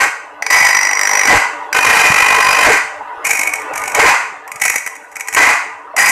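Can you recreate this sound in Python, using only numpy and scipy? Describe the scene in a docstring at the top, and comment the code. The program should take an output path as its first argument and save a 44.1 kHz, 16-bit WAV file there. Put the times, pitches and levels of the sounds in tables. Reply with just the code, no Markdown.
"""A bench-grinder wheel sharpens a band-saw blade, tooth after tooth, in a small workshop.
The wheel runs out of true: a light cut chatters once a turn, a deep one rasps without pause as the
wheel speed sags. Grit scrapes the steel, the blade rings and squeals, and its clamp groans.
Underneath, the motor hums and the feed gear rumbles and knocks between teeth.
The close microphone overloads on the loudest bites."""
import sys
import numpy as np
from scipy import signal
from scipy.fft import rfft, irfft, next_fast_len
from scipy.io import wavfile
from scipy.ndimage import uniform_filter1d

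SR = 44100
rng = np.random.default_rng(int(sys.argv[2]) if len(sys.argv) > 2 else 0)


def wav_out(sig):
    """Save sig, one row per channel (or a flat mono array), as 16-bit PCM at SR to the path in sys.argv[1]."""
    wavfile.write(sys.argv[1], SR, np.round(np.clip(np.atleast_2d(sig).T, -1, 1) * 32767).astype(np.int16))


N = 269449
TIME = np.arange(N) / SR
BINS = np.fft.rfftfreq(8192, 1 / SR)
RINGING_PASS, RASPING_PASS, LIGHT_GRAZE, DEEP_BITE = range(4)  # tone colour of each grind
CUT_ENVELOPE = dict(attack_s=0.0075, release_s=0.0033, ease_db=-5)

# Wheel speed, sagging in the deep cuts: (time [s], speed [turns/s])
WHEEL_SPEED = [(0, 50.15), (.45, 48.79), (.6, 48.79), (.8, 49.51), (1.25, 49.68), (1.4, 47.43),
               (1.75, 49.68), (1.95, 47.24), (2.25, 49.19), (2.55, 49.14), (2.8, 47.79), (3.3, 49.37),
               (3.9, 49.61), (4.1, 47.56), (4.55, 49.29), (5.3, 49.56), (5.5, 48.16), (6.11, 49.2)]
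# Deep plunges of the wheel: (start [s], length [s], force [dB], clamp groan [dB])
DEEP_PLUNGES = [(0, 0.037, -0.5, -22), (1.276, 0.1, 0, -7.5), (2.643, 0.099, 0.5, -8.5),
                (3.941, 0.036, -12.5, -25.5), (3.988, 0.11, 0, -8.5), (5.361, 0.15, 0, -16),
                (5.97, 0.11, -8.5, -42)]
# Cuts along a tooth: (start [s], length [s], force [dB], contact half-width at the bite [turns],
# half-width once settled [turns], timbre [RINGING_PASS, RASPING_PASS or LIGHT_GRAZE])
TOOTH_CUTS = [(0.5, .485, -2, 0.26, 0.056, 0), (.988, 0.31, 1, 0.038, 0.095, 0),
              (1.742, 0.116, 1.5, 0.16, 0.13, 1), (1.86, .25, -3, 0.3, 0.4, 1),
              (2.11, .35, 1, 0.16, .18, 1), (2.461, 0.23, 0, .15, 0.18, 1),
              (3.242, 0.25, -9.5, 0.2, 0.11, 2), (3.73, 0.2, -15, 0.12, 0.12, 2),
              (4.602, 0.19, -6, 0.13, 0.064, 2), (4.98, .17, -47, .33, .3, 2),
              (5.962, 0.21, -7.5, 0.16, 0.79, 2)]
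# Runs of grazes by the wheel's high spot: (start [s], grazes [count], spacing [half-turns],
# force [dB], step per graze [dB], timbre [RINGING_PASS or LIGHT_GRAZE])
GRAZE_RUNS = [(.422, 2, 4, -12, 0, 0), (1.727, 1, 0, -7, 0, 0), (3.535, 2, 2, -10.5, -7, 2),
              (3.596, 2, 2, -26, -2, 2), (3.947, 1, 0, -5, 0, 2), (4.476, 1, 0, -26.5, 0, 2),
              (4.516, 3, 4, -17.5, -2.5, 2), (4.651, 1, 0, -5, 0, 2), (4.757, 1, 0, -7, 0, 2),
              (4.862, 2, 1, -15.5, 0, 2), (5.155, 2, 1, -21, 0, 2), (5.196, 2, 1, -19, 2, 2),
              (4.952, 2, 1, -28, -3, 2), (5.114, 2, 1, -37, -6, 2), (5.273, 2, 1, -24, 12, 2),
              (5.326, 3, 1, -16.5, 4.5, 2)]
# Tone of the grit under a firm contact: (frequency [Hz], level [dB])
FIRM_GRIT_EQ = [(30, -38), (95, -25), (190, -22), (450, -13), (850, 2.5), (1400, -3), (2200, 1), (2700, -5),
                (3400, -20.5), (4500, -15.5), (6500, -18), (9000, -15.5), (12500, -21.5), (16000, -43)]
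# Brighter tone of the grit under a light contact: (frequency [Hz], level [dB])
LIGHT_GRIT_EQ = [(30, -48), (90, -14), (190, -14.5), (450, -18), (850, 0), (1400, -4.5), (2200, 0.5),
                 (2700, -4), (3400, -22.5), (4500, -16.5), (6500, -7.5), (9000, -8.5), (12500, -10),
                 (16000, -39)]
# Modes of the clamped blade: (frequency [Hz])
MODE_HZ = [450, 790, 1060, 1500, 1970, 2240, 2470, 2690, 3050, 3890, 4910, 5620, 5800, 6110, 6860, 7250,
           7600, 8020, 8440, 9000, 9600, 10600, 12600]
# Each mode's boost per tone colour:
# (width [Hz], ringing pass [dB], rasping pass [dB], light graze [dB], deep bite [dB])
MODE_BOOSTS = [(79, 2, 8, 7, 2), (120, 1.5, -1.5, 3, -3), (152, 4, 2.5, -6, 3), (114, 3.5, 6, 3, 7),
               (165, 12, 5.5, 8, 9), (92, 11.5, -8, 12.5, 0), (130, 4.5, 11.5, 7, 3.5),
               (100, 0.5, 1.5, 0, -2.5), (130, 5.5, 10.5, 5, 4.5), (138.89, 9.5, 8.5, 5, 3),
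               (280, 18.5, 6, 2, 3.5), (130, 16.5, 8, 8.5, -6), (130, 12.5, 6.5, 5, 2),
               (260, 19, 9.5, 8.5, 9.5), (304, 9.5, 7, 9, 7), (270, 3, 2, -2.5, 1),
               (200, 10.5, 4.5, 4.5, 4.5), (300, 2.5, -3, 7, 1), (148, 7.5, 5, 3, -2),
               (270, 4.5, -6, 5, -5), (355, -3, -3, -5, -11), (900, 1, 0.5, 1, -6),
               (405, 11, -2, -1.5, -35)]
# Modes rubbed into a squeal: (start [s], end [s], mode [index in MODE_HZ], level [dB])
BLADE_SQUEALS = [(0.2, 1.394, 4, 3), (0.695, 1.295, 12, -2), (1.712, 1.85, 3, -4.5), (1.85, 2.663, 4, -2.5),
                 (2.06, 2.66, 6, -13), (2.206, 2.645, 2, -4.5), (2.38, 2.62, 10, -12),
                 (3.194, 3.585, 6, -8), (3.148, 4.05, 5, -1.5), (4.502, 5.62, 4, -2), (5.918, 6.143, 4, -3),
                 (5.927, 6.141, 10, -17)]
# Strokes of the feed: (time of peak effort [s], level [dB])
FEED_STROKES = [(0, -36.5), (1.2, -21), (2.65, -27.5), (3.3, -31), (3.75, -23.5), (5.65, -35.5)]
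# Tone of the gear noise: (frequency [Hz], level [dB])
GEAR_EQ = [(25, -52), (60, -36), (100, -45), (160, -36), (240, -28), (310, -27.5), (450, -11), (620, -9),
           (1000, 1.5), (1400, -8.5), (1950, -6.5), (2350, -27), (2620, -12.5), (3000, -23), (3500, -30),
           (6400, -41), (9000, -42), (15000, -52)]
# Hum of the motor and frame: (frequency [Hz], level [dB])
MOTOR_TONES = [(99, -34.5), (297, -20), (444, -13), (590, -11.5), (780, -10), (972, -5), (1215, -8.5),
               (1480, -7), (1925, -21), (2620, -21)]
# Resonances of the clamp: (frequency [Hz], half-width [Hz], level [dB])
CLAMP_MODES = [(96, 50, -15.5), (307, 34, -4), (450, 32.5, 1.5), (602.4, 23, 5), (780, 65, 2.5)]
# Knocks of the feed pawl and wheel arm: (time [s], level [dB], pitch [Hz], 60 dB decay [s])
FEED_KNOCKS = [(0.409, -21, 780, 0.075), (0.493, -39, 700, .05), (0.612, -18, 130, 0.055),
               (1.453, -22, 1020, 0.1), (2.1, -9.5, 120, 0.04), (3.006, -19.5, 900, 0.1),
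               (5.87, -29, 1220, 0.11), (5.939, -26, 644, 0.1)]
# Reverb time of the workshop: (frequency [Hz], 60 dB decay [s])
ROOM_DECAY = [(60, 0.24), (300, 0.16), (1000, 0.56), (2000, 0.52), (4000, 0.46), (8000, 0.48),
              (15000, 0.23)]


def gain_of(db):
    """Decibels to gain."""
    return 10 ** (np.asarray(db) / 20)


def unit_rms(x):
    """Scales to rms 1."""
    return x / np.sqrt(np.mean(x ** 2) + 1e-20)


def curve_at(points, hz):
    """Joins (frequency, value) points on a log-frequency axis."""
    point_hz, value = np.transpose(points)
    return np.interp(np.log(hz + 1), np.log(point_hz + 1), value)


def drift(rate_hz):
    """Smooth random modulation of rms 1, rolling off above rate_hz."""
    size = next_fast_len(N)
    lowpass = np.exp(-(np.fft.rfftfreq(size, 1 / SR) / rate_hz) ** 2)
    return unit_rms(irfft(rfft(rng.standard_normal(size)) * lowpass, size)[:N])


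def colour(x, eq_db):
    """Minimum-phase EQ of unit energy, shaped by eq_db on BINS."""
    log_gain = np.log(gain_of(np.r_[eq_db, eq_db[-2:0:-1]]))
    taps = np.fft.ifft(np.exp(np.conj(signal.hilbert(log_gain)))).real[:len(eq_db)]
    return signal.oaconvolve(x, taps / np.linalg.norm(taps))[:N]


def lean(start, length, attack_s, release_s, ease_db):
    """The wheel leans in, eases off as the steel goes and lifts away."""
    age = np.maximum(TIME - start, 0)
    held = np.minimum(age / attack_s, 1) * gain_of(ease_db * np.minimum(age / length, 1))
    return held * np.exp(-np.maximum(age - length, 0) / release_s)


def chatter(half_width):
    """The high spot presses once a turn; a wider contact fills the gaps between pulses."""
    turns = np.cumsum(np.interp(TIME, *np.transpose(WHEEL_SPEED))) / SR
    return np.exp(-.5 * (np.sin(np.pi * turns) / np.pi / half_width) ** 2)


def plunge_force(uneven_db=2):
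    """The wheel bites deep and stays in contact all the way round."""
    force = sum(gain_of(db) * lean(start, length, attack_s=0.011, release_s=0.02, ease_db=-2.5)
                for start, length, db, _ in DEEP_PLUNGES)
    return force * chatter(half_width=0.48) * gain_of(uneven_db * drift(36))


def rasp(force, tones, grit_eq, timbre, grit_db, grain_db, ring_s=0.0017):
    """Uneven grits scrape the steel and ring the blade; the squeal tones lag just behind the force."""
    grits = unit_rms(rng.standard_normal(N) * gain_of(grain_db * drift(1110)))
    modes_db = sum(boosts[timbre] / (1 + (2 * (BINS - hz) / width) ** 2)
                   for hz, (width, *boosts) in zip(MODE_HZ, MODE_BOOSTS))
    scrape = colour(force * grits, curve_at(grit_eq, BINS) + modes_db)
    pole = np.exp(-1 / (ring_s * SR))
    lagged_force = signal.lfilter([1 - pole], [1, -pole], force)
    return gain_of(grit_db) * scrape + lagged_force * tones


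def grinding():
    """The wheel on the steel, layered in four tone colours."""
    tones = squeal()
    ringing_force = cut_force(RINGING_PASS, uneven_db=2.3) + graze_force(RINGING_PASS)
    ringing = rasp(ringing_force, tones, FIRM_GRIT_EQ, RINGING_PASS, grit_db=1.5, grain_db=2.5)
    rasping_force = cut_force(RASPING_PASS, uneven_db=2.8)
    rasping = rasp(rasping_force, tones, FIRM_GRIT_EQ, RASPING_PASS, grit_db=1.0, grain_db=2)
    light_force = cut_force(LIGHT_GRAZE, uneven_db=4) + graze_force(LIGHT_GRAZE)
    light = rasp(light_force, tones, LIGHT_GRIT_EQ, LIGHT_GRAZE, grit_db=-1.0, grain_db=2.5)
    deep = rasp(plunge_force(), tones, FIRM_GRIT_EQ, DEEP_BITE, grit_db=-0.06, grain_db=3.0)
    return ringing + rasping + light + deep


def rattle(patchy_db):
    """Noise whose colour shifts from moment to moment, as loose parts shake in turn."""
    frames = signal.stft(rng.standard_normal(N), nperseg=1024, noverlap=768)[2]
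    patches = uniform_filter1d(rng.standard_normal(frames.shape), size=4, axis=0)  # across frequency
    patches = unit_rms(uniform_filter1d(patches, size=7, axis=1))  # across time
    return unit_rms(signal.istft(frames * gain_of(patchy_db * patches), nperseg=1024, noverlap=768)[1][:N])


def feed_effort(idle_db=-39.5, build_db_per_s=22.5, slacken_db_per_s=20.5):
    """The motor and feed gear build up to each stroke and fall back to idling."""
    swells = [gain_of(db - np.maximum((peak - TIME) * build_db_per_s, (TIME - peak) * slacken_db_per_s))
              for peak, db in FEED_STROKES]
    return np.sqrt(gain_of(idle_db) ** 2 + np.sum(np.square(swells), axis=0))


def motor_and_gear(waver=.012, flutter_db=5.0, hum_db=-2):
    """A bed of rattling gear noise and wavering motor tones rides the effort of the feed."""
    gear = unit_rms(colour(rattle(patchy_db=4.5), curve_at(GEAR_EQ, BINS)))
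    hum = np.zeros(N)
    for hz, db in MOTOR_TONES:
        level = gain_of(db + flutter_db * drift(8.5))
        pitch_hz = hz * (1 + waver * drift(28.3))
        hum += level * np.sin(2 * np.pi * np.cumsum(pitch_hz) / SR)
    return (gear + gain_of(hum_db) * hum) * feed_effort()


def clamp_strain(feed_db=-10, rasping_db=-17, swell_s=0.038):
    """The clamp takes load from the feed, from wide rasping passes and midway through a plunge."""
    rasping = sum(gain_of(db) * bite * lean(start, length, **CUT_ENVELOPE)
                  for start, length, db, bite, _, timbre in TOOTH_CUTS if timbre == RASPING_PASS)
    deep = sum(gain_of(db) * np.exp(-.5 * ((TIME - start - length / 2) / swell_s) ** 2)
               for start, length, _, db in DEEP_PLUNGES)
    return gain_of(feed_db) * feed_effort() + gain_of(rasping_db) * (rasping / rasping.max()) ** 2 + deep


def clamp_groan():
    """Sliding friction heard through the low resonances of the clamp."""
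    body = sum(gain_of(db) / (1 + ((BINS - hz) / half_width) ** 2) for hz, half_width, db in CLAMP_MODES)
    return colour(rattle(patchy_db=7), 20 * np.log10(body)) * clamp_strain()


def squeal(wander_hz=36):
    """Rubbing makes the blade's modes sing: jittery tones that swell in and out."""
    tones = np.zeros(N)
    for start, end, mode, db in BLADE_SQUEALS:
        progress = np.clip((TIME - start) / (end - start), 0, 1)
        swell = np.sqrt(np.maximum(np.sin(np.pi * progress), 0))
        pitch_hz = MODE_HZ[mode] + wander_hz * drift(123.5)
        tones += gain_of(db) * swell * unit_rms(np.sin(2 * np.pi * np.cumsum(pitch_hz) / SR))
    return tones


def knocks():
    """Dull blows of the pawl and arm: each a noise burst through a broad resonance of the frame."""
    blows = np.zeros(N)
    for start, db, hz, t60 in FEED_KNOCKS:
        envelope = (TIME >= start) * gain_of(db - 60 * np.maximum(TIME - start, 0) / t60)
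        half_width_hz = 55 + 0.053 * hz
        frame_db = -20 * np.log10(1 + ((BINS - hz) / half_width_hz) ** 2)
        blows += colour(envelope * rng.standard_normal(N), frame_db)
    return blows


def graze_force(timbre, rise_s=0.0026):
    """Quick brushes against the tooth, single or repeating in step with the wheel."""
    force = np.zeros(N)
    for start, count, half_turns, db, step_db, graze_timbre in GRAZE_RUNS:
        if graze_timbre == timbre:
            gap_s = half_turns / 2 / np.interp(start, *np.transpose(WHEEL_SPEED))
            for k in range(count):
                rise = np.maximum(TIME - start - k * gap_s, 0) / rise_s
                force += gain_of(db + k * step_db) * (rise * np.exp(1 - rise)) ** 2
    return force


def cut_force(timbre, uneven_db, settle_share=0.5):
    """Each cut bites fast, then its chatter tightens or broadens as the contact settles."""
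    force = np.zeros(N)
    for start, length, db, bite, settled, cut_timbre in TOOTH_CUTS:
        if cut_timbre == timbre:
            unsettled = np.exp(-((TIME - start) / (settle_share * length)) ** 2)
            half_width = settled + (bite - settled) * unsettled
            force += gain_of(db) * lean(start, length, **CUT_ENVELOPE) * chatter(half_width)
    return force * gain_of(uneven_db * drift(40))


def workshop(x, bench_s=.0038, bench_db=-10, tail_db=-8, build_s=0.0012):
    """One early reflection off the bench, then a diffuse tail that lingers longest in the mids."""
    hz, age, frames = signal.stft(rng.standard_normal(SR), SR, nperseg=256)
    decay = gain_of(-60 * age / curve_at(ROOM_DECAY, hz)[:, None])
    impulse = signal.istft(frames * decay, SR, nperseg=256)[1]
    impulse *= 1 - np.exp(-np.arange(len(impulse)) / SR / build_s)
    tail = signal.fftconvolve(x, impulse / np.linalg.norm(impulse))[:N]
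    bench = np.interp(TIME - bench_s, TIME, x, left=0)
    return x + gain_of(bench_db) * bench + gain_of(tail_db) * tail


def scene():
    """Mono mix: grinding and knocks in the room, over the dry machine bed and clamp groan."""
    return (workshop(grinding() + knocks()) + motor_and_gear() + clamp_groan())[None]


def record(dry, threshold_db=-9.0, detector_fall_db_per_s=250, squash=0.61, ceiling=0.74, cutoff_hz=15700):
    """Close-microphone overload: fast compression, soft clipping of the peaks, then a steep low-pass."""
    power_db = 10 * np.log10(abs(uniform_filter1d(dry[0] ** 2, size=130)) + 1e-12)
    fall_db = TIME * detector_fall_db_per_s
    detector_db = np.maximum.accumulate(power_db + fall_db) - fall_db
    over_db = np.maximum(detector_db - threshold_db, 0)
    compressed = dry / gain_of(squash * uniform_filter1d(over_db, size=60))
    clipped = compressed / (1 + (compressed / ceiling) ** 8) ** (1 / 8)
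    lowpass = signal.firwin(401, cutoff_hz, window=("kaiser", 9), fs=SR)
    return signal.oaconvolve(clipped, lowpass[None], "same")


dry = scene()
out = record(dry)
wav_out(out)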